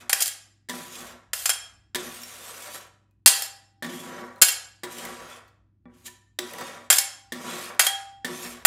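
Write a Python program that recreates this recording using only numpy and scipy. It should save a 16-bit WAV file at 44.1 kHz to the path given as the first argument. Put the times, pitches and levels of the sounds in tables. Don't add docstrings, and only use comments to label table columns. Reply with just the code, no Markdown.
import sys
import numpy as np
from scipy import signal
from scipy.fft import rfft, irfft, next_fast_len
from scipy.io import wavfile

SR = 44100
rng = np.random.default_rng(int(sys.argv[2]) if len(sys.argv) > 2 else 0)


def transcribe(signal):
    frames = np.atleast_2d(signal).T
    limited = np.clip(frames, -1, 1)
    pcm = np.round(limited * 32767).astype(np.int16)
    wavfile.write(sys.argv[1], SR, pcm)


N = 381906

# f/Hz, level/dB, t60/s
PLATE = [(178, -24, .2), (246, -19, .3), (363, -23, .2), (1787, -19, .1), (985, -23, .46), (485, -26, .25),
         (552, -24, .25), (598, -24, .25), (800, -22, .15), (1150, -24, .25), (1410, -26, .12),
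         (1950, -28, .15), (2300, -30, .12), (3413, -30, .07)]
BLADE = [(791, -27, 1.0), (3252, -24, .45), (5320, -24, .26), (7330, -17, .35), (4330, -25, .28),
         (9380, -21, .27), (4930, -24, .35), (1655, -29, .32), (1780, -31, .3), (1954, -30, .35),
         (2220, -31, .35), (2751, -33, .3), (3607, -33, .3), (4718, -28, .33), (5636, -29, .25),
         (6230, -28, .17), (6620, -30, .3), (6930, -22, .25), (8265, -28, .28), (8610, -27, .3),
         (10330, -27, .22), (11180, -23, .22), (11730, -25, .15), (11920, -27, .15), (12850, -29, .1),
         (13600, -27, .12), (13800, -29, .12), (14790, -25, .09)]
# t/s, level/dB, treble/dB, chatter t60/s, ring/dB, share of the free t60,
# gain/dB of each of the first three modes (the grip frees or chokes them), slide level/dB
CLACKS = [(0.095, -4, 2, 0.052, -9, 0.6, -4, -15, -15, -45),
          (0.1295, 5, 0.5, 0.032, -13, 0.2, -19, -14, -6, -39),
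          (0.1845, -27.5, -3, 0.054, -15, 0.6, -25, -9, -4, -32),
          (0.204, -17.5, 11.5, 0.07, -12, 0.5, -28, -10.5, -2.5, -21.5),
          (0.221, -16, 17, 0.056, -14, 0.9, -14, -13, -7, -42),
          (0.2575, -23, 12.5, 0.15, -2, 0.8, -30, -12, -4, -42.5),
          (0.278, -21, 13.5, 0.019, -1.5, 0.6, -31, -4, -2, -55),
          (1.3325, -1, -2.5, 0.043, -12, 0.1, -13.5, -4, -12, -33),
          (1.4562, -2.5, 3, 0.054, -22, 0.4, -14, -12, -7.5, -33),
          (1.4925, -1, 1, 0.087, -20, 0.85, -22, 11, 15.5, -40),
          (1.501, -9.5, -9.5, 0.0073, -15.5, 0.8, -18.5, -7.5, 8, -47),
          (3.2603, 13.5, 5.5, 0.018, -4.5, 0.41, -17, -21, 0, -15),
          (3.274, 0.5, 9.5, 0.058, -22, 0.9, -14, -8, 0, -30),
          (3.421, -14, 7.5, 0.027, -3.5, 1, -7, -7, 4, -36),
          (4.4155, 0.5, 3, 0.048, -17, 0.93, -20, -23, -8, -38),
          (4.42, 4, 8, 0.069, -2.5, 0.05, -31, 3, 6, -30),
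           (4.484, -8, 8, 0.049, -3.5, 1, -22, -10.5, 2.5, -30),
          (6.0592, -31.5, 0.5, 0.033, -4, 0.57, -3, -12, -3, -58),
          (6.9012, 6.5, -2, 0.06, -8.5, 0.7, -1, -10.5, -6.5, -20),
          (6.9275, -1.5, 3, 0.058, -16, 0.7, -1, -6, -4, -26),
          (6.9685, -7.5, 6, 0.018, -2, 0.8, -26, -6, -5, -34.5),
          (6.984, -6.5, 11, 0.046, -2.5, 1, -13.5, -9.5, -3.5, -33),
          (7.794, 7.5, -3, 0.073, -12, 0.7, -27, -11, -15, -22),
          (7.841, -12, -14, 0.032, -12, 0.5, -25, -8, -9, -30),
          (7.866, -1, -2.5, 0.068, -10.5, 1, 1.5, 9.5, -0.5, -40),
          (8.65, 15.5, -10, 0.056, -12, 0.5, -13, -15, -20, -15)]
# f/Hz, relative level/dB
CLACK_COLOUR = [(120, -55.5), (200, -25.5), (1410, -10), (1700, -9), (3790, -6.5), (4800, -5.5), (6200, -3),
                (7180, -6), (7860, 0.5), (14900, -0.5), (15700, -18)]
# t/s, level/dB, treble/dB, chatter t60/s, gain/dB of modes 1-2, 3, 4, 5 and the rest
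LANDINGS = [(0.687, -28.5, 6, 0.093, 1.5, -1, 8, -8, -8), (0.695, -16, -1.5, 0.11, -1.5, -14, 1.5, -3, -6),
            (1.947, -14, 11.5, 0.022, -8, -18, 7, -26, -8),
            (1.955, -10, 1, 0.056, -25, 0.5, -13, -10.5, -14),
            (2.746, -31.5, -7, 0.032, -25, -18, -18, 9, -5.5),
            (3.824, -13, -7.5, 0.12, -5.5, -4, 5, -16, -9), (3.845, -18.5, -7, 0.068, 4.5, -10, 3, -22, -4),
            (4.8337, -12.5, -3, 0.079, -12, 0.5, -3.5, -8.5, -8.5),
            (5.856, -36.5, -28, 0.025, 15, 1, -1.5, -7, 2.5),
            (6.079, -36.5, 1, 0.051, -7, -16, 17, 1.5, -16),
            (6.388, -4.5, 1.5, 0.029, -22, -3, -19, -21.5, -17.5),
            (7.321, -14, -4, 0.1, -1.5, -7.5, 4.5, -24, -15), (8.246, -13, -1, 0.1, -2, -3.5, 5, -13, -7.5)]


def from_db(db):
    return 10 ** (np.asarray(db) / 20)


def rms_one(x):
    return x / np.sqrt(np.mean(x ** 2) + 1e-20)


def at_hz(points, hz):
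    return np.interp(np.log(hz), np.log(np.array(points)[:, 0]), np.array(points)[:, 1])


def butterworth(x, kind, hz, order=4):
    return signal.sosfilt(signal.butter(order, hz, kind, fs=SR, output="sos"), x)


def colour(x, spectrum):
    size = next_fast_len(N)
    hz = np.maximum(np.fft.rfftfreq(size, 1 / SR), 1)
    return rms_one(irfft(rfft(x, size) * from_db(at_hz(spectrum, hz)), size)[:N])


def drift(rate_hz, count):
    r = np.exp(-128 * np.pi * rate_hz / SR)
    noise = rng.standard_normal((count, N // 64 + 1001))
    slow = signal.lfilter([1], [1, -2 * r, r * r], noise)[:, 1000:]
    return np.repeat(slow / slow.std(), 64, axis=1)[:, :N]


def ring(force, hz, t60):
    r, w = from_db(-60 / (t60 * SR)), 2 * np.pi * hz / SR
    return signal.lfilter([0, np.sin(w)], [1, -2 * r * np.cos(w), r * r], force + 1e-18)


def grains(per_s, spread_db):
    sizes = from_db(spread_db * np.minimum(rng.exponential(1, N), 5)) * rng.choice([-1, 1], N)
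    return rms_one(sizes * (rng.random(N) < per_s / SR))


def cooler():
    hum = [(100.2, -66), (55.6, -76.5), (126, -79), (196, -80), (314, -88)]
    rumble_levels = [(0.0, -67), (0.51, -82), (1.01, -74), (1.13, -63), (1.49, -69), (1.74, -60.5),
                     (2.07, -65.5), (2.44, -76), (3.33, -77.5), (3.5, -86.5), (4.41, -73.5), (4.72, -74.5),
                     (4.99, -66.5), (5.91, -67), (6.59, -80.5), (8.2, -70.5), (8.47, -66), (8.66, -66)]
    t, sway = np.arange(N) / SR, drift(6, count=len(hum))
    tones = sum(np.sqrt(2) * from_db(db + .8 * w) * np.sin(2 * np.pi * hz * t)
                for (hz, db), w in zip(hum, sway))
    rumble = colour(rng.standard_normal(N),
                    [(15, -24.5), (35, -16), (48, -6.5), (60, 6.5), (75, 1), (110, -28), (400, -81.5)])
    air = colour(rng.standard_normal(N),
                 [(71, -37), (120, -5.5), (177, -8.5), (240, -10.5), (333, -7), (354, -16.5),
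                  (384, -15.5), (452, -35), (2360, -44.5), (15700, -58)])
    return tones + from_db(np.interp(t, *np.transpose(rumble_levels))) * rumble + from_db(-74) * air


def push_envelopes():
    paths = [
        [(0.0, -45, -2.5), (0.074, -53.5, -20), (0.088, -36, -7)],
        [(0.72, -42, -3), (0.732, -42.5, -3), (0.898, -49, -2), (0.998, -43, -2.5), (1.124, -47, -5.5),
         (1.22, -59, -20.5), (1.25, -59, -23)],
        [(1.97, -31, -12), (1.98, -38, -6.5), (2.176, -50.5, 0), (2.702, -45, -2.5), (2.736, -54.5, 9.5),
         (2.748, -41.5, 1), (2.9, -59, -12)],
        [(3.86, -29, -2), (3.878, -43, -10), (3.898, -41, -5.5), (3.998, -46.5, -3), (4.2, -40, -11.5),
         (4.354, -50, -18.5), (4.4, -53, -6)],
        [(4.86, -36, -23), (4.92, -46.5, -1.5), (5.05, -39.5, -5), (5.142, -42, -7.5), (5.364, -48, -7),
         (5.44, -56.5, -20.5), (5.5, -62.5, -6)],
        [(5.87, -57.5, -45), (5.944, -65, -4), (6.04, -69, 1), (6.066, -55.5, 13), (6.082, -52, 4),
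         (6.1, -69.5, 1), (6.2, -73, -7)],
        [(6.415, -42, -9.5), (6.465, -46.5, -4.5), (6.581, -43.5, -6), (6.617, -35.5, -7.5), (6.651, -41, -7),
         (6.739, -42, -9), (6.885, -55.5, -13)],
        [(7.345, -39, -11), (7.381, -47, -5), (7.487, -36, -6), (7.619, -39.5, -3), (7.699, -42.5, -6),
         (7.705, -39, -15.5), (7.78, -47, -18)],
        [(8.27, -30, -4), (8.284, -36.5, -9), (8.324, -42, -4.5), (8.44, -45, 3), (8.452, -38, -4),
         (8.49, -45, -1), (8.64, -51.5, -9.5)],
    ]
    free_booms = [-10.5, 1, -2.5, 5, -1.5, 7.5, -5.5, 1.5, 1]
    t, gains, fade_s = np.arange(N) / SR, np.zeros((4, N)), .015
    for path, free_db in zip(paths, free_booms):
        s, rasp_db, hiss_db = np.transpose(path)
        rasp_db, hiss_db = np.interp(t, s, rasp_db), np.interp(t, s, hiss_db)
        boom_db = free_db - np.clip(34 * (t - s[0]), 0, 18.5)
        top_db = hiss_db + 1.5 + 1.2 * np.clip(hiss_db, -9, -1)
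        levels_db = [rasp_db + boom_db, rasp_db, rasp_db + hiss_db, rasp_db + top_db]
        gate = np.interp(t, [s[0], s[0] + fade_s, s[-1] - fade_s, s[-1]], [0, 1, 1, 0])
        gains += from_db(np.minimum(levels_db, 0)) * gate
    return gains


def rubbed(modes, force, t60_share):
    power = sum(from_db(2 * db) * t60_share * t60 for hz, db, t60 in modes) * SR / (4 * np.log(1000))
    return sum(from_db(db) * ring(force, hz, t60_share * t60) for hz, db, t60 in modes) / np.sqrt(power)


def streaks(force):
    pitches = np.geomspace(1900, 12000, 32) * rng.uniform(.98, 1.02, 32)
    gains = from_db(5 * drift(6, count=32))
    return rms_one(sum(ring(force * gain, hz, t60=.028) * hz ** .3 for hz, gain in zip(pitches, gains)))


def pushes():
    # f/Hz, relative level/dB
    boom_colour = [(120, -41.5), (160, .5), (450, 2), (600, -14), (3000, -72)]
    rasp_colour = [(210, -39), (350, -11.5), (599, 10), (908, 0), (1140, 9.5), (1940, 5), (3200, -13.5),
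                   (4160, -39.5), (7040, -120)]
    hiss_colour = [(1290, -16), (2200, -2.5), (2370, 0.5), (3580, 2), (4250, -1.5), (4580, -2), (11000, 1),
                   (12700, 3), (15700, -8.5)]
    boom, rasp, hiss, top = push_envelopes()
    rough = from_db(1.5 * drift(35, count=2))
    force, crystals = grains(8000, 2.5) * rough[0], grains(10000, 2.5) * rough[1]
    low = rubbed(PLATE[:3], boom * force, t60_share=.6)
    low += from_db(-10.5) * boom * colour(force, boom_colour)
    shifting = from_db(2.5 * drift(5, count=2))
    middle = from_db(-10) * rubbed(PLATE[4:9], rasp * force * shifting[0], t60_share=.54)
    middle += from_db(-13) * rubbed(PLATE[9:-1], rasp * force * shifting[1], t60_share=.26)
    middle += from_db(-3.5) * rasp * colour(force, rasp_colour)
    shaving = colour(crystals + from_db(-4) * streaks(crystals), hiss_colour)
    dull, bright = butterworth(shaving, "low", 7000), butterworth(shaving, "high", 7000)
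    return low + middle + hiss * rms_one(dull) + top * rms_one(bright)


def chatter(blows, force, spectrum, split_hz):
    noise = colour(force, spectrum)
    bass = rms_one(butterworth(noise, "low", split_hz))
    treble = rms_one(butterworth(noise, "high", split_hz))
    out, t = np.zeros(N), np.arange(SR // 2) / SR
    for s, db, treble_db, t60 in np.array(blows)[:, :4]:
        i = round(s * SR)
        envelope = (from_db(db - 14 - 60 * t / t60) * np.minimum(t / .0011, 1))[:N - i]
        span = slice(i, i + len(envelope))
        out[span] += envelope * (.42 * bass[span] + from_db(treble_db) * treble[span])
    return out


def clacks():
    force = grains(9000, 3.6)
    rattle = force + rubbed(BLADE, force, t60_share=.15)
    ringing = blades_ring()
    contact = chatter(CLACKS, rattle, CLACK_COLOUR, split_hz=2420)
    return butterworth(contact + slides() + ringing, "high", 473)


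def blades_ring():
    hz, db, t60 = np.transpose(BLADE)[:, :, None]
    contacts = np.sort([row[0] for row in CLACKS + LANDINGS] + [N / SR + 1])
    out, release_s = np.zeros(N), .003
    scatter = rng.normal(0, 1, (len(CLACKS), 3, len(BLADE), 1))
    for (s, peak_db, _, _, ring_db, t60_share, *grip_db, _), (strength, tune, twin) in zip(CLACKS, scatter):
        i, lasts = round(s * SR), contacts[contacts > s + .015][0] + release_s - s
        t = np.arange(min(round(lasts * SR), N - i)) / SR
        held_db = np.append(grip_db, -6 + 5.5 * strength[len(grip_db):, 0])[:, None]
        phase = 2 * np.pi * hz * (1 + .001 * tune) * t
        waves = np.sin(phase) + .5 * np.sin(phase * (1 + .003 * twin))
        modes = from_db(peak_db + ring_db + db + held_db - 60 * t / (t60 * t60_share)) * waves
        out[i:i + len(t)] += modes.sum(axis=0) * np.minimum((lasts - t) / release_s, 1)
    return out


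def slides():
    reach_s, parting_s, fall_db_per_s = .17, .046, 53
    force = grains(6000, 3) * from_db(2.5 * drift(45, count=1)[0])
    wipe = colour(force, CLACK_COLOUR) + from_db(-7) * rubbed(BLADE, force, t60_share=.2)
    t, gain, starts = np.arange(N) / SR, np.zeros(N), [row[0] for row in CLACKS]
    for (s, *_, db), following in zip(CLACKS, starts[1:] + [np.inf]):
        end = following if following - s < reach_s else s + parting_s
        gate = np.interp(t, [s, s + .002, end, end + .002], [0, 1, 1, 0])
        gain += from_db(db - fall_db_per_s * np.abs(t - s)) * gate
    return gain * rms_one(wipe)


def landings():
    rows, knock = np.array(LANDINGS), np.zeros(N)
    onsets = np.round(rows[:, 0] * SR).astype(int)
    scatter_db = rng.normal(0, 1, (len(rows), len(PLATE)))
    for k, (hz, db, t60) in enumerate(PLATE):
        blows, place_db = np.zeros(N), rows[:, np.clip(k + 3, 4, 8)]
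        blows[onsets] = from_db(rows[:, 1] + place_db + db + scatter_db[:, k])
        knock += ring(blows, hz, t60)
    cushioned = butterworth(knock, "low", 3000, order=2)
    spectrum = [(71, -41), (120, -12), (320, -4), (1450, -14), (1810, 3), (2510, -12.5), (3340, -2),
                (6820, -11), (7400, -7), (15700, -16.5)]
    return chatter(LANDINGS, grains(9000, 3), spectrum, split_hz=1500) + cushioned


def catches():
    lumps = [(0.956, -28, 9800), (2.145, -23, 8200), (2.2184, -23, 7460), (2.2335, -18, 5570),
             (2.6224, -25, 3400), (2.8689, -41.5, 2770), (3.1102, -56.5, 2510), (4.1285, -43.5, 2436),
             (4.359, -40, 4170), (4.983, -17.5, 3000), (5.0514, -15.5, 1970), (5.4792, -45.5, 4330),
             (6.535, -19.5, 1940), (6.5843, -19, 1940), (6.6104, -22, 4640), (6.6815, -27.5, 2240),
             (7.747, -35.5, 3240), (8.4447, -33, 3130)]
    out, length = np.zeros(N), 4000
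    decay = from_db(-60 * np.arange(length) / SR / .025)
    for s, db, hz in lumps:
        scuff, i = rng.standard_normal(length) * decay, round(s * SR)
        catch = .6 * butterworth(scuff, "high", 1800) + .05 * ring(scuff, hz, t60=.06)
        out[i:i + length] += from_db(db - 10) * catch
    return out


def room(x):
    decay_times = [(250, .45), (700, 0.61), (1500, .55), (3000, .49), (6000, 0.45), (10000, .34),
                   (13000, .25), (15500, .19)]
    t, edges, tail = np.arange(SR) / SR, 90 * 2 ** np.arange(0, 7.6, .5), 0
    for low, high in zip(edges, edges[1:]):
        band = butterworth(rng.standard_normal(SR), "band", [low, high])
        tail = tail + band * from_db(-60 * t / at_hz(decay_times, np.sqrt(low * high)))
    tail *= np.minimum(t / .003, 1)
    return signal.fftconvolve(x, tail / np.sqrt(np.sum(tail ** 2)))[:N]


def scene():
    steel = clacks() + butterworth(landings() + pushes() + catches(), "high", 175)
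    return (steel + from_db(-9) * room(steel) + cooler())[None]


def record(dry):
    return signal.sosfilt(signal.cheby2(12, 50, 16400, fs=SR, output="sos"), np.clip(dry, -.95, .95))


dry = scene()
out = record(dry)
transcribe(out)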